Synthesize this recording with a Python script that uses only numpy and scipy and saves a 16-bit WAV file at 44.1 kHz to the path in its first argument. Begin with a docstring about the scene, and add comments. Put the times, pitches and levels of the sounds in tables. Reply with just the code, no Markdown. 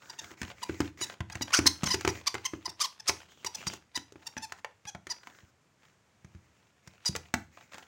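"""Squeaky plush toy on a wooden floor

A plush toy is pushed about and squeezed in quick, short bursts. Each squeeze blows air through a
reed for a few hundredths of a second, and the pitch rises and sags with the air pressure.
Fabric rustles, stuffing crunches, and hands and toys bump the floor and the hand-held phone.
A small room adds its echo and a faint background hush."""
import sys
import numpy as np
from scipy import signal
from scipy.fft import rfft, irfft
from scipy.io import wavfile
from scipy.ndimage import uniform_filter1d, map_coordinates

SR = 44100
rng = np.random.default_rng(int(sys.argv[2]) if len(sys.argv) > 2 else 0)


def waveform_to_disk(signal):
    """Save audio, clipped to [-1, 1], as 16-bit WAV at the path in sys.argv[1]."""
    frames = np.transpose(np.atleast_2d(signal))
    scaled = np.clip(frames, -1, 1) * 32767
    samples = np.round(scaled).astype(np.int16)
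    wavfile.write(sys.argv[1], SR, samples)


N = 347052
TIME = np.arange(N) / SR
TOP_HZ = 16000


def amp(db):
    """Turn decibels into a number to multiply by."""
    return 10 ** (np.asarray(db) / 20)


def unit(x):
    """Scale a sound to an average (rms) level of 1."""
    return x / np.sqrt(np.mean(x ** 2))


def gain_at(hz, points):
    """Read the gain at a pitch from a tone colour: a list of (pitch_hz, level_db) points."""
    pitch_hz, level_db = np.transpose(points)
    return amp(np.interp(np.log(np.maximum(hz, 1)), np.log(pitch_hz), level_db))


def colour(x, points):
    """Turn the lows and highs of a sound up or down to follow a tone colour."""
    return irfft(rfft(x) * gain_at(np.fft.rfftfreq(len(x), 1 / SR), points), len(x))


def band(x, low_hz, high_hz, order=2):
    """Keep the part of a sound between two pitches."""
    return signal.sosfilt(signal.butter(order, [low_hz, high_hz], "band", fs=SR, output="sos"), x)


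def wander(turns_per_s):
    """A random curve that drifts around zero, by about 1 either way."""
    knots = rng.standard_normal(N // 4)
    return np.interp(TIME * turns_per_s, np.arange(len(knots)), knots)


def add(track, start_s, sound):
    """Mix a sound into a track at the given time."""
    i = int(start_s * SR)
    track[i:i + len(sound)] += sound[:N - i]


def fade(t, fade_s):
    """A curve that dies away, dropping 60 dB in fade_s seconds."""
    return np.exp(-np.log(1000) * t / fade_s)


def ring(t, hz, fade_s):
    """One dying tone of something struck."""
    return np.sin(2 * np.pi * hz * t) * fade(t, fade_s)


def burst(x, seconds):
    """Give a short sound the energy of level 1 held for the given time."""
    return x * np.sqrt(seconds * SR / np.sum(x ** 2))


# Tone colour of the quiet room: pitch_hz, level_db
HUSH_COLOUR = [(40, -10.5), (110, -0.5), (300, -10.5), (2200, -16.5), (4000, -24.5), (7000, -22.5),
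               (11000, -38.5)]


def background(level_db=-69.0):
    """Faint air in the room and hiss from the microphone."""
    return amp(level_db + wander(1.1)) * unit(colour(rng.standard_normal(N), HUSH_COLOUR))


# Tone colour of hissing fibres: pitch_hz, level_db
FABRIC_COLOUR = [(1500, -6.5), (3000, -5.5), (7000, 7), (9000, -11.5), (13500, -17), (15300, -2)]
# Strokes of plush over wood and skin: start_s, end_s, swish_hz, level_db
STROKES = [(0, 0.345, 1500, -62), (0.37, 0.906, 2180, -59.5), (0.973, 1.147, 1680, -57),
           (1.291, 1.86, 1650, -61), (1.954, 2.226, 2130, -59), (2.33, 2.72, 2400, -67),
           (3.098, 3.554, 2980, -67), (3.547, 3.777, 2730, -57), (4.159, 4.606, 901, -67),
           (5.118, 5.507, 1500, -67.5), (5.8, 5.953, 1710, -73.5), (6.191, 6.777, 2310, -84),
           (6.826, 7.363, 2204, -70.5), (7.516, 7.738, 2000, -66.5), (7.721, 7.893, 1470, -64)]


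def rubbing(catches_per_s=65, catch_fade_s=0.013, swish_width=1.15, seam_db=-22.5, hold_s=0.59):
    """Sliding plush swishes and hisses, rumbles in the phone and crackles at the seams."""
    out = np.zeros(N)
    hiss = unit(colour(rng.standard_normal(N), FABRIC_COLOUR))
    rumble = unit(band(rng.standard_normal(N), 75, 350))
    scrape = unit(band(rng.standard_normal(N), 300, 1700))
    catches = rng.random(N) < catches_per_s / SR
    catches = catches * amp(3.5 * np.minimum(rng.exponential(size=N), 2))
    slip = fade(TIME[:SR // 20], catch_fade_s)
    catches = signal.fftconvolve(catches, slip * (1 - slip))[:N]  # each catch gives way softly
    crackle = unit(band(catches * rng.standard_normal(N), 450, 3000))
    travel = np.cumsum(1 + 0.11 * wander(10))  # a faster hand makes a higher swish
    for start_s, end_s, swish_hz, level_db in STROKES:
        i = np.flatnonzero((TIME > start_s) & (TIME < end_s))
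        swell = np.sin(np.pi * (TIME[i] - start_s) / (end_s - start_s)) ** 0.24
        noise = rng.standard_normal(2 * len(i))
        narrow = unit(band(noise, swish_hz / swish_width, swish_hz * swish_width))
        swish = map_coordinates(narrow, [travel[i] - travel[i[0]]], order=3)
        swish += amp(-4) * rumble[i] + amp(-8) * scrape[i]
        out[i] += amp(level_db) * swell * (amp(-1) * swish + amp(-1.5) * hiss[i] + amp(2) * crackle[i])
    out += amp(seam_db) * grip(hold_s) * crackle  # gripping the toy also crackles the seams
    return out * amp(4.5 * wander(22))  # the hand presses unevenly


def light_taps(per_stroke=4, scatter_db=4, fade_s=0.018):
    """Fingertips and seams tap at random moments during every stroke."""
    force = np.zeros(N)
    tap = burst(fade(TIME[:SR // 20], fade_s), 0.0044)
    for start_s, end_s, _, stroke_db in STROKES:
        for when, strength in rng.random((per_stroke, 2)):
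            tap_s = start_s + when * (min(end_s, TIME[-1]) - start_s)
            add(force, tap_s, amp(stroke_db - 2 * scatter_db * (1 - strength)) * tap)
    return force * unit(band(rng.standard_normal(N), 900, 2800))


# Squeezes of the toy; low_tones_db turns the squeak's lowest tones up or down.
# peak_s, length_s, top_pitch_hz, level_db, low_tones_db, rebound_count
SQUEEZES = [(0.102, 0.012, 966, -40, -3.5, 0), (0.195, 0.015, 933, -37, 2.5, 0),
            (0.635, 0.014, 983, -33, 1, 0), (1.029, 0.042, 993, -32.5, -10, 0),
            (1.327, .013, 832.9, -42, -4, 0), (1.426, 0.017, 986.6, -30, -8, 0),
            (1.545, .032, 1477, -23, -2.5, 1), (1.672, 0.018, 1088, -17, -11, 0),
            (1.868, .022, 1112, -30.5, -4.5, 1), (1.916, .026, 1023, -25.5, -1, 1),
            (2.097, .022, 991, -34.5, 0.5, 0), (2.276, 0.017, 1179, -24.5, 0, 0),
            (2.46, 0.019, 1060, -28, -2, 0), (2.662, .014, 1015, -31.5, -3, 0),
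            (2.698, .015, 929, -40, -9, 0), (2.817, 0.032, 1232, -27.5, -5, 1),
            (3.003, 0.012, 885, -42.5, -3, 0), (3.09, 0.029, 1280, -24, -6.5, 0),
            (3.469, .015, 970, -30.5, -4, 0), (3.553, 0.014, 873, -34.5, -12, 0),
            (3.679, .017, 961, -30, -23, 0), (3.962, 0.018, 1001, -29.5, -4, 0),
            (4.273, 0.013, 942, -35, -5, 0), (4.381, 0.012, 869, -37.5, 7, 0),
            (4.439, 0.036, 895, -40, -3, 0), (4.887, .034, 839, -40.5, 0, 0),
            (5.113, .027, 984, -32, -2.5, 0), (7.065, 0.018, 1002, -24.5, -16, 1)]
REED_HZ = 970  # the reed's own pitch; a harder blow forces it higher


def puffs(gap_in_lengths=0.92, rebound_db=-3.5, pitch_share=0.45):
    """List the puffs of air: one per squeeze, and a weaker one when the bellows spring back."""
    return [(peak_s + k * gap_in_lengths * length_s, length_s,
             REED_HZ + (hz - REED_HZ) * pitch_share ** k, level_db + k * rebound_db, low_db)
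            for peak_s, length_s, hz, level_db, low_db, rebounds in SQUEEZES
            for k in range(round(rebounds) + 1)]


def air_pressure(rise=0.075, sag=0.13, leak=0.015, reach=1.1):
    """Each puff swells and falls. Returns the reed's pitch, the blow's strength and the low tones' dB."""
    weight, pitch, power, low = np.zeros((4, N))
    for peak_s, length_s, hz, level_db, low_db in puffs():
        i = np.flatnonzero(abs(TIME - peak_s) < reach * length_s / 2)
        place = (TIME[i] - peak_s) / (length_s / 2)  # negative before the peak, positive after
        arch = np.cos(np.pi / 2 * place / reach) ** 1.64
        # The pitch starts a little low and sags as the air runs out.
        droop = np.where(place < 0, rise * abs(place) ** 3, sag * place ** 2) + leak * place
        droop += max(1 - REED_HZ / hz, 0) * (1 - arch ** 0.7)  # a forced pitch holds only at the peak
        weight[i] += arch
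        pitch[i] += arch * hz * (1 - droop)
        power[i] += arch * amp(level_db) ** 2
        low[i] += arch * low_db
    weight[weight == 0] = 1
    blended_hz = np.interp(TIME, TIME[pitch > 0], (pitch / weight)[pitch > 0])  # puffs share one reed
    smooth_hz = uniform_filter1d(blended_hz, size=130)  # the reed cannot change pitch at once
    return smooth_hz, np.sqrt(power), low / weight


def grip(hold_s):
    """How hard the hand holds the toy: the blow, spread over the time of closing and letting go."""
    _, blow, _ = air_pressure()
    size = int(hold_s * SR)
    return uniform_filter1d(uniform_filter1d(blow, size=size), size=size)


def stuffing(crunch_db=-22, hold_s=0.055):
    """The stuffing crunches as the hand closes on the squeaker and lets go."""
    fibres = unit(band(rng.standard_normal(N), 450, 4500))
    return amp(crunch_db + 4.9 * wander(200)) * grip(hold_s) * fibres


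def fingers_landing(relative_db=-19, lead_s=0.006, fade_s=0.032):
    """Fingers land just before each squeak, harder for a louder squeeze."""
    out, t = np.zeros(N), TIME[:SR // 20]
    for peak_s, length_s, _, squeeze_db, _, _ in SQUEEZES:
        tap = band(rng.standard_normal(len(t)) * fade(t, fade_s), 700, 5000)
        add(out, peak_s - length_s / 2 - lead_s, amp(relative_db + squeeze_db) * burst(tap, 0.005))
    return out


# Tone colour of the reed in its tube: pitch_hz, level_db
SQUEAKER_COLOUR = [(1000, -3), (2000, -5), (3000, -9), (4300, -7), (4700, 0), (6000, -1.5), (7000, -8.5),
                   (8200, -17), (9500, -15.5), (11200, -28.5), (12600, -26), (14000, -24), (15200, -29)]


def squeaker(pitch_wobble=0.06, drift_db=5.0, flutter_db=3.5, clean_hz=1010, wild_hz=1600):
    """A reed buzzes in a short plastic tube; blown too hard, it rattles and hisses."""
    hz, blow, low_db = air_pressure()
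    overblown = np.maximum(hz - clean_hz, 0) / (wild_hz - clean_hz)
    rough = np.clip(0.2 + overblown + (4 * blow) ** 2, 0, 1)  # even a gentle puff rasps a little
    phase = 2 * np.pi * np.cumsum(hz * (1 + pitch_wobble * rough * wander(900))) / SR
    tone, power = np.zeros((2, N))
    for k in range(1, 19):  # tones at whole multiples of the pitch
        strength = gain_at(k * hz, SQUEAKER_COLOUR) * (k * hz < SR / 2)
        strength *= amp(drift_db * wander(60))  # stuffing and fingers muffle each tone differently
        lowness = np.clip(2 - k * hz / 2200, 0, 1)
        strength *= amp(low_db * lowness)
        tone += strength * np.sin(k * phase + rng.uniform(0, np.pi))
        power += strength ** 2 * (1 - lowness / 2) / 2
    pulsing_air = rng.standard_normal(N) * (1 + np.cos(phase))
    hiss = unit(band(colour(pulsing_air, SQUEAKER_COLOUR), 2200, TOP_HZ, order=1))
    reed = tone / np.sqrt(power) * amp(flutter_db * rough * wander(700))
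    return blow * (reed + rough * hiss)


# Low tones of the wooden floor: pitch_hz, fade_s, level_db
FLOOR_TONES = [(86.5, 0.27, -17.5), (114.1, 0.16, -13), (171.9, 0.13, -12.5), (328, 0.1, -14.5)]
# Tone colour of the tick of contact: pitch_hz, level_db
TICK_COLOUR = [(1800, -9.5), (3000, -11.5), (6800, -1), (8500, -13.5), (13000, -25), (15500, -17.5)]
# Bumps of hands and toys: start_s, thump_hz, thump_db, clack_db, hardness (0 padded, 1 bare)
BUMPS = [(0.243, 84, -55, -45, 0.5), (0.3139, 340, -47, -48, 0.54), (0.4157, 228, -34.5, -34.5, 0.63),
         (0.4301, 83, -36, -37.5, 0.54), (0.6947, 340, -28, -37.5, 0), (0.8036, 303.3, -20.5, -29.5, 0.64),
         (1.0123, 358, -39, -38.5, 0.65), (1.2048, 105.3, -28, -35.5, 0.26), (1.299, 124.7, -47, -43, 0.43),
         (1.3534, 101, -35, -36.5, 0.58), (1.4101, 270, -32.5, -36.5, 0), (1.5893, 307, -20.5, -26.5, 0.72),
         (1.6586, 294, -25, -27.5, 0.11), (1.833, 205, -23.5, -32.5, 0.65),
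         (1.8397, 170.3, -32, -33.5, 0.92), (1.872, 180.1, -33, -30.5, 0.4),
         (1.9426, 373, -26.5, -31, 0.76), (2.0092, 311, -53, -38, 0.75), (2.049, 353, -26, -26.5, 0.45),
         (2.0759, 373, -22, -24, 0.59), (2.088, 380, -43, -35, 0.6), (2.3425, 418, -35.5, -35.5, 0.67),
         (2.351, 365, -36, -31, 0.16), (2.535, 323, -31.5, -40.5, 0), (2.6778, 350, -44, -44.5, 0.1),
         (3.0941, 401, -31.5, -24.5, 0.64), (3.4462, 380, -42.5, -36.5, 0.83),
         (3.668, 156.3, -34.5, -34, 0.74), (3.7359, 367, -46.5, -46, 1), (3.9741, 281.2, -39.5, -35, .7),
         (4.1222, 413.5, -49, -59.5, 1), (4.1568, 330, -46.5, -53, 0), (4.367, 247, -39, -37, 0.08),
         (4.5212, 375, -59, -35.5, 0.55), (4.6455, 450, -75.5, -33, 0.15), (4.8523, 131, -49, -47.5, 0.53),
         (4.9485, 166.6, -41.5, -40, 0.12), (5.0688, 369, -47, -41, 0.58), (5.271, 258, -58.5, -42, 0.3),
         (5.432, 105, -50.5, -75, 0.42), (6.2459, 142.4, -44.5, -56.5, .7), (6.3486, 85, -40.5, -61, 0.46),
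         (6.8743, 148, -46.5, -52, 0.91), (7.0924, 151, -29.5, -62, .5), (7.1515, 473.5, -37.5, -34, 0.43),
         (7.1615, 443, -51, -36.5, 0.98), (7.3397, 237.5, -26, -23.5, 0.61), (7.572, 305, -70, -47.5, 0),
         (7.7427, 192, -55, -48, 0.7), (7.7813, 337, -59, -44.5, 0.62)]


def bumps(thump_fade_s=0.04, clack_fade_s=0.024, tick_fade_s=0.023, clack_width=1.9):
    """Each bump is a dull thump that shakes the floor, a hollow clack and a bright tick."""
    out, t = np.zeros(N), TIME[:SR // 3]
    for start_s, thump_hz, thump_db, clack_db, hardness in BUMPS:
        # A harder contact has a higher clack and a louder tick.
        clack_hz = np.interp(hardness, [0, 1], [1040, 1500])
        tick_db = clack_db + np.interp(hardness, [0, 1], [-20, 4.5])
        soft_start = 1 - fade(t, 0.0036)  # padding spreads out the contact
        clack_noise, tick_noise = rng.standard_normal((2, len(t))) * soft_start
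        boards = sum(amp(level_db + 2 * rng.standard_normal()) * ring(t, hz, fade_s)
                     for hz, fade_s, level_db in FLOOR_TONES)
        thump = amp(6) * ring(t, thump_hz, thump_fade_s) * (1 - fade(t, 0.00072))
        thump += amp(4) * boards * (1 - fade(t, 0.026))
        hollow = band(clack_noise * fade(t, clack_fade_s), clack_hz / clack_width, clack_hz * clack_width)
        clack = burst(hollow, 0.0056)
        tick = burst(colour(tick_noise * fade(t, tick_fade_s), TICK_COLOUR), 0.005) * (t < t[-1] / 2)
        add(out, start_s, amp(clack_db) * clack + amp(tick_db) * tick - amp(thump_db) * thump)
    return out


# The room's echo, from low to high: pitch_hz, fade_s, level_db
ECHO_BANDS = [(123.7, 0.55, -9), (500, 0.22, -5.5), (1580, 0.26, -11.5), (6000, 0.28, -14.5)]


def room_echo(x, delay_s=0.0051):
    """A small furnished room blurs sound into a short echo; the low notes last longest."""
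    t = TIME[:SR // 2]
    log_hz = np.log(np.fft.rfftfreq(len(t), 1 / SR) + 1)
    centres = np.log([hz for hz, _, _ in ECHO_BANDS])
    spectrum = rfft(rng.standard_normal(len(t)))
    echo = np.zeros(len(t))
    for (_, fade_s, level_db), this_band in zip(ECHO_BANDS, np.eye(len(ECHO_BANDS))):
        noise = irfft(spectrum * np.interp(log_hz, centres, this_band), len(t))
        tail = fade(t, fade_s) * (t > delay_s)
        echo += amp(level_db) * noise * tail / np.linalg.norm(tail)
    return signal.fftconvolve(x, echo)[:N]


def scene():
    """Rubbing, squeaks and bumps, heard close by in the room."""
    direct = squeaker() + stuffing() + fingers_landing() + bumps() + rubbing() + light_taps()
    return (direct + room_echo(direct) + background())[None]


def record(dry):
    """The phone drops the deep bass and the very highest treble."""
    bass_cut = signal.butter(4, 62, "high", fs=SR, output="sos")
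    treble_cut = signal.ellip(10, 0.2, 70, TOP_HZ, fs=SR, output="sos")
    return signal.sosfilt(treble_cut, signal.sosfilt(bass_cut, dry))


dry = scene()
out = record(dry)
waveform_to_disk(out)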